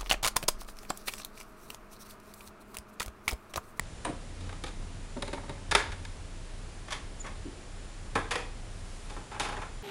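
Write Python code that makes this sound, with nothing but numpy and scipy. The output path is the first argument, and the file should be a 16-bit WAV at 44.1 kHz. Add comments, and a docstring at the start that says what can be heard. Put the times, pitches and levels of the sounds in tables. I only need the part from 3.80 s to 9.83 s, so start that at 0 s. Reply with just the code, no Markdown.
"""A slow walk over old floorboards, from a small room into a bare hall, with a small camera in hand.
A deep motor hum that dips now and then, hiss and a faint electronic whine lie under the whole scene.
From 0.25 s boards crack, knock and tick as bursts of noise rung through resonances; dragged soles add catches.
The loudest cracks come at 1.9 s with low bumps of the hand; at 2.3 s the hum's overtones sink.
A thin squeak, a sliding sine, follows at 3.4 s; then reverberation grows and soft cloth noise brushes at 5.2 s."""
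import sys
import numpy as np
from scipy import signal
from scipy.fft import rfft, irfft
from scipy.io import wavfile
from scipy.ndimage import uniform_filter1d

SR = 44100
rng = np.random.default_rng(int(sys.argv[2]) if len(sys.argv) > 2 else 0)


def dump(signal):
    """Clip the signal to [-1, 1] and save it as 16-bit WAV at the path in sys.argv[1]."""
    limited = np.clip(np.atleast_2d(signal).T, -1, 1)
    pcm = np.round(limited * 32767).astype(np.int16)
    wavfile.write(sys.argv[1], SR, pcm)


N = 265741  # samples
TIME = np.arange(N) / SR


def undb(db):
    """Decibels to gain."""
    return 10 ** (np.asarray(db) / 20)


def along(hz, points):
    """Read (Hz, value) points on a log-frequency axis."""
    point_hz, value = np.transpose(points)
    return np.interp(np.log(hz + 1e-3), np.log(point_hz), value)


def add(out, start_s, sound):
    """Mix a sound into out from start_s on."""
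    i = int(start_s * SR)
    out[i:i + len(sound)] += sound[:len(out) - i]


def unit(x):
    """Scale each row to energy 1."""
    return x / np.sqrt(np.sum(x ** 2, axis=-1, keepdims=True) + 1e-18)


def walk(rate_hz):
    """Slow random drift of RMS 1: levels drawn rate_hz times a second and smoothed twice."""
    hold = int(SR / rate_hz)
    steps = np.repeat(rng.standard_normal(N // hold + 1), hold)
    smooth = uniform_filter1d(uniform_filter1d(steps, hold), hold)
    return unit(smooth[:N]) * np.sqrt(N)


def swell(t, time_s, shape):
    """An envelope that rises as t ** shape and dies away exponentially."""
    return (t / time_s) ** shape * np.exp(-t / time_s)


def decay_60db(t, t60_s):
    """An exponential fade that falls 60 dB in t60_s."""
    return np.exp(-np.log(1000) * t / t60_s)


# Floorboard knocks. Each row: start in seconds, level in dB before the board colours it, thud in dB and
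# crack in dB (both relative to that level), base swell and fade time in seconds.
KNOCKS = [(0.249, -37.5, -5, -13.5, 0.0068), (0.265, -42.5, 10, -23, 0.0092),
          (0.289, -49, 21.5, -34, 0.0078), (0.693, -46.5, -20, -16, .0035), (0.726, -49.5, 5, -13, 0.0059),
          (0.838, -43.5, 11, -3.5, 0.0042), (0.861, -49, 5, -2.5, 0.013), (1.365, -49, 21, -47, .006),
          (1.423, -40, 2, -7, 0.0045), (1.479, -48, 13.5, -6.5, 0.005), (1.53, -41.5, 9, -10.5, .0075),
          (1.575, -44.5, -6, -32, 0.0061), (1.694, -47, 11, -9.5, 0.0065),
          (1.9122, -33.5, -8.5, -1, 0.0071), (1.9192, -32, -10, -16, 0.0033), (1.95, -23, -6.5, -5, 0.0054),
          (1.998, -36.5, -8, -24, 0.0066), (2.119, -47, -13, -5.5, 0.0082), (2.251, -52, -22, -1, 0.0031),
          (3.107, -46.5, -16, -1.5, 0.0066), (3.122, -39.5, -9, -2.5, 0.0097), (3.444, -46, 5, -19, .01),
          (3.464, -45.5, -8, -10, .009), (3.654, -64.5, 30, -19, 0.0061), (4.354, -29, 3, -16.5, 0.0088),
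          (4.509, -34.5, -12, -4.5, 0.0091), (4.556, -36, 1.5, -7.5, 0.0054), (5.297, -51.5, 9, -4, .009),
          (5.365, -47.5, 9, -19, 0.0063), (5.598, -35.5, -2.5, -2.5, 0.0084),
          (5.817, -42.5, -8, -15, 0.0086)]
# Tone control of a knock, in Hz: where the thud, the level (twice), the crack and the tick apply.
KNOCK_HZ = [260, 800, 1800, 3700, 8000]
# Reverberation of the rooms. Each row: frequency in Hz, time to fade by 60 dB in seconds.
REVERB_TIMES = [(120, 1), (400, 0.45), (1200, 0.41), (3500, 0.38), (9000, 0.24)]
# Reverberation growing from small room to bare hall. Each row: time in seconds, share in dB.
REVERB_SHARE = [(0, -8.5), (2.3, -8), (3.2, -6), (4.5, -4), (5.6, -2)]
TICK_DB, TICK_PER_CRACK = -8.5, 0.8  # a harder crack also ticks more at the very top (dB, dB per dB)


def floorboards(size=24576, count=14, dispersion=0.23, attack=0.57, quick=0.93, build_s=0.022,
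                bass_db=-5, snap_db=-5, snap_s=0.000083):
    """A knock is a snap plus bending waves, treble quickest; reverberation rings on, the board colours all."""
    t, f = np.arange(size) / SR, np.fft.rfftfreq(size, 1 / SR)
    # half-octave bands that overlap
    centres = 125 * 2 ** (np.arange(count) / 2)
    distance = np.clip(2 * np.log2((f + 1) / centres[:, None]), -1, 1)
    bands = np.cos(np.pi / 2 * distance)
    # reflections take a moment to build up, then fade at the rate of their band
    build = 1 - np.exp(-(t / build_s) ** 2)
    tail = build * decay_60db(t, along(centres, REVERB_TIMES)[:, None])
    # low bands swell and fade more slowly than 1.2 kHz, high bands faster
    slowness = (1200 / centres[:, None]) ** dispersion
    # the first slip of wood on wood is mostly treble
    snap = undb(snap_db) * np.minimum(centres[:, None] / 5000, 1)
    # the knocks are thinner in the bass, most of all near 180 Hz
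    bass_tone_db = along(centres, [(125, bass_db), (180, -7.5), (250, -4.0), (400, -4)])
    weight = np.sqrt(centres) * undb(bass_tone_db)
    out = np.zeros(N)
    for s, db, thud_db, crack_db, fade_s in list(KNOCKS) + scuffs():
        tick_db = TICK_DB + TICK_PER_CRACK * crack_db
        share_db = np.interp(s, *np.transpose(REVERB_SHARE))
        waves = irfft(bands * rfft(rng.standard_normal(size)), size)
        envelope = swell(t, quick * max(fade_s, 1e-3) * slowness, attack)
        burst = unit(waves * slips(size) * envelope)
        # the slower the knock, the weaker its snap
        snap_gain = snap * np.exp(-(fade_s / 0.014) ** 2)
        burst = unit(burst + snap_gain * unit(waves * np.exp(-t / snap_s)))
        reverb = undb(share_db) * unit(waves * tail)
        colour_db = along(centres, list(zip(KNOCK_HZ, [thud_db, 0, 0, crack_db, tick_db])))
        knock = (weight * undb(db + colour_db)) @ (burst + reverb)
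        add(out, s, board(knock, s))
    return out


# Soles dragging or rolling over the wood. Each row: start in seconds, length in seconds, starting level in dB,
# thud in dB and starting crack in dB (both relative to the level).
SCUFFS = [(0.605, .12, -58.5, 18.5, 0.5), (1.638, 0.19, -52, 7.5, -43), (3.083, 0.088, -49, -7, -10),
          (5.512, .07, -48, -1.5, -13), (5.648, .155, -41.5, 2, -8)]
SCUFF_FADE_S = 0.008  # base swell and fade time of each catch
SCUFF_EASE_DB_PER_S, SCUFF_DULL_DB_PER_S = 29, 65  # it weakens and dulls as the sole comes to rest


def scuffs(count=4, jitter=.1, scatter_db=1):
    """A dragged sole catches at uneven moments; the catches are small knocks that tend to soften and dull."""
    chance, rows = rng.standard_normal((len(SCUFFS), count, 2)), []
    for (s, length_s, db, thud_db, crack_db), catches in zip(SCUFFS, chance):
        for k, (late, strong) in enumerate(catches):
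            t = length_s * (k + jitter * late) / count
            catch_db = db + scatter_db * strong - SCUFF_EASE_DB_PER_S * t
            catch_crack_db = crack_db - SCUFF_DULL_DB_PER_S * t
            rows.append((s + t, catch_db, thud_db, catch_crack_db, SCUFF_FADE_S))
    return rows


def slips(size, grit_db=2.5, slip_s=.0009):
    """Wood sticks and slips: a force that jumps to a new strength about every millisecond."""
    held = (np.arange(size) / (slip_s * SR)).astype(int)
    strength = rng.standard_normal(size)[held]
    return undb(grit_db * np.clip(strength, -2, 2))


# Boards loaded in turn along the walk. Each row: start in seconds, then the board's resonances as pairs of
# frequency in Hz and level in dB.
BOARDS = [ (0.0, [(290, -1), (540, 3.5), (700, 4.5), (980, 2.5), (3000, -4), (3900, -0.5), (8900, 8.5)]),
          (0.5, [(340, -14), (500, -4), (830, -4), (1270, -4.5), (2400, -23), (3750, -3.5)]),
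          (1.3, [(270, -5), (400, -1), (560, 3), (905, 2), (1400, -25), (2080, -9), (3850, 2.5),
          (9400, -6)]), (1.8, [(415, 1.5), (550, -7.5), (915, -2.5), (1420, -5), (1680, -4.5), (2120, -4),
          (3600, -6.5), (4950, -23)]), (3.0, [(640, -11), (1090, 0), (1750, -11), (2100, -6), (3400, -4.5),
          (5900, -8.5)]), (3.6, [(285, -3), (355, 9)]), (4.2, [(470, -4), (820, -13), (1050, -0.5),
          (1300, -13), (1640, -6.5), (2080, -23), (3600, -5), (9100, -11)]), (4.48, [(490, 4.5), (760, -2),
          (970, -2), (1300, -11), (1900, -3.5), (2500, -4.5), (3300, -15)]), (5.1, [(400, -8), (840, 1),
          (1020, -2), (1320, -9), (1600, -23), (2550, -16), (3600, -12)])]


def board(x, s, sharpness=14, plain=0.46):
    """Ring x through the resonances of the board underfoot at time s, beside some of the plain sound."""
    modes = [resonances for start_s, resonances in BOARDS if start_s <= s][-1]
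    ringing = sum(undb(db) * signal.lfilter(*signal.iirpeak(hz, sharpness, fs=SR), x) for hz, db in modes)
    return plain * x + ringing


# Heavier footfalls. Each row: start in seconds, level of the boom in dB.
FOOTFALLS = [(.289, -40), (1.364, -40.5), (1.531, -47), (1.694, -36.5), (1.915, -42), (4.355, -35)]


def joists(hz=140, decay_s=0.021):
    """Heavier footfalls set the beams under the floor booming: short, low, decaying sines."""
    t, out = np.arange(SR // 3) / SR, np.zeros(N)
    boom = np.exp(-t / decay_s) * np.sin(2 * np.pi * hz * t)
    for s, db in FOOTFALLS:
        add(out, s, undb(db) * boom)
    return out


def squeak(s=3.391, start_hz=7250, end_hz=6850, tremble_hz=350, db=-36, length_s=0.029,
           echo_db=-10, echo_t60_s=0.22):
    """A short, thin rubbing note slides down a little and lingers in a decaying noise echo."""
    t = np.arange(SR // 3) / SR
    progress = np.minimum(t / length_s, 1)
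    # the rubbing makes the pitch tremble
    hz = start_hz + (end_hz - start_hz) * progress + tremble_hz * rng.standard_normal(len(t))
    note = np.sin(2 * np.pi * np.cumsum(hz) / SR) * np.sin(np.pi * progress ** 2)
    reflections = rng.standard_normal(len(t)) * decay_60db(t, echo_t60_s)
    echo = unit(signal.fftconvolve(note, reflections)[:len(t)]) * np.linalg.norm(note)
    out = np.zeros(N)
    add(out, s, undb(db) * (note + undb(echo_db) * echo))
    return out


# Low bumps of the hand on the camera. Each row: start in seconds, pitch in Hz, peak of the envelope in dB
# (nearly), decay in seconds.
BUMPS = [(1.886, 32.5, -34, 0.04), (1.936, 44, -32, 0.021), (2.074, 71, -37, 0.022),
         (4.357, 92, -35, 0.016)]


def handling():
    """Jolts through the hand swing the camera body: low sines that swell and die away quickly."""
    t, out = np.arange(SR // 3) / SR, np.zeros(N)
    for s, hz, db, decay_s in BUMPS:
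        envelope = np.e * swell(t, decay_s, shape=0.85)
        add(out, s, undb(db) * envelope * np.sin(2 * np.pi * hz * t))
    return out


def sleeve(s=5.2, half_width_s=0.31, db=-54, low_hz=600, flutter_db=0.5):
    """Cloth brushes softly as the walker turns: noise thinned in the bass, swelling once and fluttering."""
    brush = signal.lfilter(*signal.butter(1, low_hz, "high", fs=SR), rng.standard_normal(N))
    level = undb(db + flutter_db * walk(19.9))
    return brush * level * np.exp(-((TIME - s) / half_width_s) ** 2)


# Brief dips of the hum. Each row: centre in seconds, half width in seconds, depth in dB.
HUM_DIPS = [(.19, 0.13, 5), (2.0, 0.033, 14), (3.21, .04, 4), (3.74, 0.069, 18), (5.5, 0.057, 17)]
HUM_HZ, HUM_DB = 29.63, -40.5  # mean pitch and level of the fundamental
# the overtones sink as the walker leaves the first room
OVERTONES_ROOM_DB, OVERTONES_HALL_DB, LEAVES_S, LEAVING_S = -45.5, -52.5, 2.3, .15


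def hum(sixth_db=-13, ninth_db=-15, waver=0.004, waver_db=1, overtone_waver_db=3.5):
    """A motor somewhere in the house: a deep note with wavering third, sixth and ninth harmonics."""
    dips_db = sum(depth_db * np.exp(-((TIME - s) / width_s) ** 2) for s, width_s, depth_db in HUM_DIPS)
    in_hall = .5 + .5 * np.tanh((TIME - LEAVES_S) / LEAVING_S)
    overtones_db = OVERTONES_ROOM_DB + (OVERTONES_HALL_DB - OVERTONES_ROOM_DB) * in_hall
    overtones_db = overtones_db + overtone_waver_db * walk(9)
    turn = 2 * np.pi * np.cumsum(HUM_HZ * (1 + waver * walk(2.8))) / SR
    third = np.sin(3 * turn)
    sixth = undb(sixth_db + 2 * walk(2)) * np.sin(6 * turn)
    ninth = undb(ninth_db) * (1 - in_hall) * np.sin(9 * turn)  # gone in the hall
    fundamental = undb(HUM_DB + waver_db * walk(8)) * np.sin(turn)
    return undb(-dips_db) * (fundamental + undb(overtones_db) * (third + sixth + ninth))


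# Spectrum of still air and microphone hiss. Each row: frequency in Hz, relative density in dB per Hz.
AIR = [(12, -30), (20, 4), (42, -5), (54, -9.5), (91, -9), (142, -19.5), (171, -21), (296, -24.5),
       (541, -28), (702, -29), (780, -30.5), (7020, -41.5), (10400, -43), (13500, -56), (22000, -120)]
AIR_DB = -51.5  # RMS between 300 Hz and 10 kHz, before rumble_tone and the sway
WHINE_HZ, WHINE_DB = 7140, -70  # the whine's pitch and central RMS level


def air(rumble_db=-5, sway_db=0.5, split_hz=500):
    """Shaped noise: a low rumble that sways at random and a smooth hiss, with a faint electronic whine."""
    f = np.fft.rfftfreq(N, 1 / SR)
    spectrum = rfft(rng.standard_normal(N)) * undb(along(f, AIR))
    middle = irfft(spectrum * ((f > 300) & (f < 10000)), N)
    spectrum = spectrum * undb(AIR_DB) / np.std(middle)
    # the rumble is weaker near 30 and 88 Hz
    rumble_tone = [(30, 2 * rumble_db), (55, -1.3), (88, rumble_db), (125, -0.07)]
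    spectrum = spectrum * undb(along(f, rumble_tone))
    low = 1 / (1 + (f / split_hz) ** 2)
    rumble = irfft(spectrum * low, N) * undb(sway_db * walk(12))
    hiss = irfft(spectrum * (1 - low), N)
    whine = np.sqrt(2) * undb(WHINE_DB + 2.1 * walk(8.5)) * np.sin(2 * np.pi * WHINE_HZ * TIME)
    return rumble + hiss + whine


def scene():
    """All sources at the one microphone."""
    return (floorboards() + joists() + squeak() + handling() + hum() + air() + sleeve())[None]


def record(dry, top_hz=12100):
    """The small camera's treble falls away above 10.3 kHz and ends steeply at top_hz."""
    f = np.fft.rfftfreq(N, 1 / SR)
    treble_db = along(f, [(10300, 0), (11000, -14), (11700, -13), (12300, -23)])
    dull = irfft(rfft(dry) * undb(treble_db), N)
    return signal.sosfilt(signal.ellip(8, .2, 70, top_hz, fs=SR, output="sos"), dull)


dry = scene()
out = record(dry)
dump(out)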